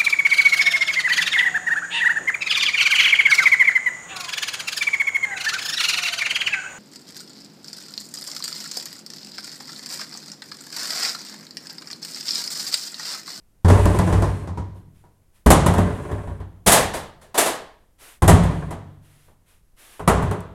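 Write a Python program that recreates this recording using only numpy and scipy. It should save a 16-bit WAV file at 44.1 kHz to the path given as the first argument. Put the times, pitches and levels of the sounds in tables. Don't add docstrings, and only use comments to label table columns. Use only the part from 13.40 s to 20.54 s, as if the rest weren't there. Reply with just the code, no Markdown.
import sys
import numpy as np
from scipy import signal
from scipy.fft import rfft, irfft, next_fast_len
from scipy.io import wavfile

SR = 44100
rng = np.random.default_rng(int(sys.argv[2]) if len(sys.argv) > 2 else 0)


def store_wav(level_fs):
    pcm = np.round(np.clip(np.atleast_2d(level_fs), -1, 1) * 32767)
    wavfile.write(sys.argv[1], SR, pcm.T.astype(np.int16))


N = 314874
AGE_S = np.arange(3 * SR // 2) / SR

# start_s, object, strength_db, flatness_db
TABLE_HITS = [ (0.246, "battery", -15.5, 6), (0.283, "battery", -12, -10.5), (0.299, "battery", -9.5, 1.5),
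              (0.393, "battery", -22, -4.5), (0.455, "battery", -14, 6), (0.544, "battery", -19.5, 5.5),
              (0.588, "battery", -14, 1.5), (0.673, "battery", -18.5, 3.5), (0.725, "battery", -15, 5),
              (0.822, "battery", -16, 1.5), (1.073, "battery", -27.5, 2.5), (1.173, "battery", -27.5, 7),
              (1.354, "battery", -50, 10.5), (1.637, "battery", -49, -4), (2.061, "tester", -8, 8),
              (2.103, "tester", -1, -6), (2.261, "tester", -9.5, 0.5), (2.337, "tester", -17, -0.5),
              (2.381, "tester", -15, 8.5), (2.713, "tester", -27.5, 7.5), (2.873, "tester", -34, 11),
              (3.001, "tester", -35, 6), (4.821, "tester", -12, 4.5), (4.878, "tester", -4.5, -3.5),
              (4.890, "tester", -6, 0.5), (4.939, "tester", -17.5, 11.5), (5.034, "tester", -19.5, 6.5),
              (5.307, "tester", -26, -36.5), (5.324, "tester", -33.5, 4), (5.880, "tester", -49.5, -1),
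              (6.594, "meter", -24.5, -3), (6.676, "meter", -3, -6.5), (6.822, "meter", -21, -32),
              (6.838, "meter", -30, 14.5), (6.911, "meter", -20.5, -28), (7.004, "meter", -35, -43)]
# start_s, body_db, clash_db, boom_db
FLOOR_HITS = [(3.262,-8,-10,-19.5), (3.268,-3.5,-6.5,-11.5), (3.316,-4,-4.5,-24.5), (3.364,-9.5,-20,-22),
              (3.536,-17.5,-27,-31.5), (3.812,-38.5,-48.5,-51), (3.943,-17,-27,-57), (3.976,-6.5,-8,-31.5),
              (4.057,-12,-19,-61)]
# start_s, length_s, judder_db, scrape_db
SLIDES = [(0.302, 0.82, -21, -33), (2.28, 0.79, -25.5, -43), (4.905, 0.46, -23, -41.5),
          (6.72, 0.36, -25, -47)]
# start_s, level_db
TICKS = [(0.282, -31), (0.456, -22), (0.589, -24), (0.822, -32), (6.912, -33), (7.006, -40.5)]
# start_s, length_s, level_db
SWINGS = [(1.335, 0.114, -62.5), (1.523, 0.18, -67), (1.928, 0.12, -60), (4.58, 0.22, -47.5),
          (5.61, 0.354, -61.5), (6.05, 0.178, -60.5), (6.36, .3, -51)]
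CLICK_DB = {"battery": -19.5, "tester": -10.5, "meter": -17.5}

# pitch_hz, level_db, t60_s
TABLE_MODES = [(59.5, -5, 0.88), (57.3, -9, 0.62), (77.6, -14, 0.13), (89.3, -1.5, 0.61), (97.5, 0.5, 0.94),
               (103, -6, 0.32), (145.2, -12.5, 1.3), (166.5, -11.5, 0.75), (177.8, -9, 0.85),
               (240.2, -12.5, 0.31)]
TOP_MODES = [(307, -9, 1), (350, 1, 0.26), (416.2, 3, 0.54), (659, -6.5, 1), (816, -7, 0.71),
             (961, -3, .55), (1029, 0.5, 0.23), (1096, -11, 0.64), (1990, -12.5, 0.4)]
SHELL_MODES = [(7196, -4, .3), (7299, -4, .3), (7750, -5, .3), (8107, -2, .3), (8433, -5, .3),
               (8639, -2, .3), (9116, -5, .3), (10525, -3, .3), (11633, -6, .3)]
HANDLE_MODES = [(4170, -11, 1.0), (4240, -11, 1.0), (4312, -11, 1.0), (4800, -2, .25), (5570, -11, .7),
                (5650, -11, .7)]

# freq_hz, density_db
BATTERY = [(60, -28.5), (150, -2.5), (340, 2), (500, 0.5), (750, -2), (930, 0.5), (1090, -3.5),
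           (1300, -9.5), (1900, -15), (2600, -23.5), (5000, -26.5), (9000, -28), (16000, -56)]
TESTER = [(60, -25.5), (160, 2.5), (400, 0), (480, 0.5), (680, 3), (1060, -0.5), (1400, -8), (1900, -10.5),
          (2500, -20.5), (3300, -19), (5000, -31), (9000, -36.5), (16000, -57)]
METER = [(60, -29.5), (170, 12), (270, -8), (410, 5.5), (560, 2), (850, 2.5), (1100, 3), (1400, -4.5),
         (2000, -14), (3400, -21), (5000, -32.5), (9000, -26), (16000, -48.5)]
KNOCK_SPECTRA = {"battery": BATTERY, "tester": TESTER, "meter": METER}

# freq_hz, density_db
FRAME_SPECTRUM = [(5, -56.5), (22, -15.5), (40, -10), (60, 3), (90, -0.5), (125, -5), (170, -5.5),
                  (230, -12.5), (320, -14), (500, -30.5), (1500, -68)]
TOP_SPECTRUM = [(60, -20), (150, 3.5), (380, 10.5), (520, 13.5), (750, 7), (1080, -0.5), (1400, 2.5),
                (1900, -6.5), (2500, -19), (3400, -26), (5000, -33), (9000, -31.5), (16000, -59)]
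CASE_SPECTRUM = [(500, -38.5), (2000, -4), (3300, -5.5), (5000, -8), (8300, 1), (10500, 0), (13000, -7),
                 (16000, -19.5)]
CRASH_BODY_SPECTRUM = [(25, -41.5), (100, -23), (220, -6.5), (400, 2), (650, 5), (1100, 0.5), (1400, -6),
                       (1700, -2), (2400, -12), (3500, -12), (5000, -15.5), (9000, -27.5), (16000, -43)]
CRASH_BOOM_SPECTRUM = [(5, -65), (25, -8.5), (60, -0.5), (120, -2), (210, 1.5), (320, -11), (600, -29.5),
                       (1500, -67.5)]
SCRAPE_SPECTRUM = [(800, -5), (2500, 5.5), (5000, -8.5), (9000, 0.5), (11500, -7.5), (13500, -18),
                   (16000, -20.5)]
SWISH_SPECTRUM = [(180, -13), (300, -0.5), (800, -1), (1800, 1), (2500, -0.5), (3600, -2), (4500, -6.5),
                  (6700, -6.5), (10500, -1.5), (14000, -9), (16000, -21.5)]
AIR_SPECTRUM = [(20, 5), (70, -4.5), (200, -15.5), (1000, -29), (4000, -38), (12000, -34), (16000, -44)]

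# freq_hz, t60_s
STEEL_DECAY = [(60, 0.66), (200, 1), (700, 0.62), (1500, 0.73), (4000, 0.79), (9000, 0.38), (15000, 0.14)]
GARAGE_DECAY = [(60, 1), (200, 0.5), (700, 0.49), (1500, 0.49), (4000, 0.48), (9000, 0.31), (15000, 0.27)]


def table_hits():
    out = np.zeros(N)
    frame, top = modes(TABLE_MODES), modes(TOP_MODES)
    contact = onset(tau_s=0.0012)
    for start_s, thing, strength_db, flatness_db in TABLE_HITS:
        thud_db = strength_db + flatness_db
        click_db = CLICK_DB[thing] + 1.415 * strength_db - 0.14 * flatness_db
        thud = amp(-10.5) * ring(frame, scatter_db=6.5)
        thud += amp(-10.5) * wash(FRAME_SPECTRUM, STEEL_DECAY) * (amp(-1) + fade(0.21))
        steel = wash(KNOCK_SPECTRA[thing], STEEL_DECAY) + amp(-14) * ring(top, scatter_db=6.5)
        knock = steel * (amp(-13) + amp(-8) * fade(0.22))
        click = wash(CASE_SPECTRUM, STEEL_DECAY)
        click *= amp(-11) + amp(-3) * fade(0.16) + amp(2) * fade(0.007)
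        hit = amp(thud_db) * thud + amp(strength_db) * knock + amp(click_db) * click
        add(out, start_s, contact * hit)
    return out


def floor_hits():
    out = np.zeros(N)
    shell = modes(SHELL_MODES)
    reflections = onset(tau_s=0.004)
    for start_s, body_db, clash_db, boom_db in FLOOR_HITS:
        body = wash(CRASH_BODY_SPECTRUM, GARAGE_DECAY) * (amp(-8.5) + amp(-26.5) * fade(0.44))
        clash = wash(CASE_SPECTRUM, GARAGE_DECAY) * (amp(-9) + amp(-11.5) * fade(1.0))
        clash += amp(-24.5) * ring(shell, scatter_db=3)
        boom = amp(-6.5) * wash(CRASH_BOOM_SPECTRUM, GARAGE_DECAY)
        crash = amp(body_db) * body + amp(clash_db) * clash + amp(boom_db) * boom
        add(out, start_s, reflections * crash)
    return out


def slides():
    judder, scrape = friction()
    slips = grains(rate_hz=240, spread_db=0.5)
    top_ir = wash(TOP_SPECTRUM, STEEL_DECAY) * fade(0.15)
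    top_ir += amp(-13.5) * ring(modes(TOP_MODES), scatter_db=2) * fade(0.43)
    frame_ir = ring(modes(TABLE_MODES), scatter_db=-1) * fade(0.34)
    frame_ir += amp(-5) * wash(FRAME_SPECTRUM, STEEL_DECAY) * fade(0.12)
    contact = onset(tau_s=0.002)
    top, frame = [unit_rms(signal.fftconvolve(slips, contact * ir)[:N]) for ir in (top_ir, frame_ir)]
    grit = colour(grains(rate_hz=30000, spread_db=1), SCRAPE_SPECTRUM)
    return judder * (amp(-2.5) * top + amp(-4) * frame) + amp(-4.5) * scrape * grit


def friction():
    judder, scrape = np.zeros((2, N))
    for start_s, length_s, judder_db, scrape_db in SLIDES:
        speed = stroke(start_s, length_s, rise_s=0.01, fall_s=length_s)
        judder += amp(judder_db) * speed ** 1.11
        scrape += amp(scrape_db) * speed
    return judder, scrape


def ticks():
    out = np.zeros(N)
    for start_s, level_db in TICKS:
        add(out, start_s, amp(level_db) * noise(CASE_SPECTRUM, len(AGE_S)) * fade(t60_s=0.013))
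    return out


def handle(start_s=0.822):
    out = np.zeros(N)
    add(out, start_s, amp(-47) * ring(modes(HANDLE_MODES), scatter_db=2))
    return out


def swishes():
    gain = sum(amp(level_db) * stroke(start_s, length_s, rise_s=0.043, fall_s=0.11)
               for start_s, length_s, level_db in SWINGS)
    return gain * noise(SWISH_SPECTRUM, N)


def room_air():
    return amp(-58) * noise(AIR_SPECTRUM, N)


def modes(rows):
    return np.array([(-1) ** k * amp(level_db) * fade(t60_s) * np.sin(2 * np.pi * pitch_hz * AGE_S)
                     for k, (pitch_hz, level_db, t60_s) in enumerate(rows)])


def ring(sines, scatter_db):
    return amp(scatter_db * rng.standard_normal(len(sines))) @ sines


def wash(spectrum, decay):
    freq_hz, time_s, bands = signal.stft(noise(spectrum, len(AGE_S)), SR, nperseg=256)
    bands *= np.exp(-np.log(1000) * time_s / log_interp(decay, freq_hz)[:, None])
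    return signal.istft(bands, SR, nperseg=256)[1][:len(AGE_S)]


def grains(rate_hz, spread_db):
    slipping = rng.random(N) < rate_hz / SR
    return slipping * rng.standard_normal(N) * amp(spread_db * rng.standard_normal(N))


def noise(spectrum, samples):
    return colour(rng.standard_normal(samples), spectrum)


def colour(x, spectrum):
    size = next_fast_len(len(x))
    gain = amp(log_interp(spectrum, np.fft.rfftfreq(size, 1 / SR)))
    return unit_rms(irfft(rfft(x, size) * gain, size)[:len(x)])


def log_interp(points, freq_hz):
    knots_hz, values = np.transpose(points)
    return np.interp(np.log(freq_hz + 1), np.log(knots_hz + 1), values)


def stroke(start_s, length_s, rise_s, fall_s):
    age_s = np.arange(N) / SR - start_s
    return np.clip(np.minimum(age_s / rise_s, (length_s - age_s) / fall_s), 0, 1)


def onset(tau_s):
    return 1 - np.exp(-AGE_S / tau_s)


def fade(t60_s):
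    return np.exp(-np.log(1000) * AGE_S / t60_s)


def amp(db):
    return 10 ** (np.asarray(db) / 20)


def unit_rms(x):
    return x / np.sqrt(np.mean(x ** 2) + 1e-20)


def add(track, start_s, sound):
    part = track[round(start_s * SR):][:len(sound)]
    part += sound[:len(part)]


def scene():
    air = room_air()
    return (table_hits() + handle() + ticks() + floor_hits() + slides() + swishes() + air)[None]


def record(dry):
    hardness, cutoff_hz = 5, 15900
    rounded = dry / (1 + np.abs(dry) ** hardness) ** (1 / hardness)
    size = next_fast_len(N + SR // 2)
    passband = np.fft.rfftfreq(size, 1 / SR) < cutoff_hz
    return irfft(rfft(rounded, size) * passband, size)[..., :N]


dry = scene()
out = record(dry)
store_wav(out)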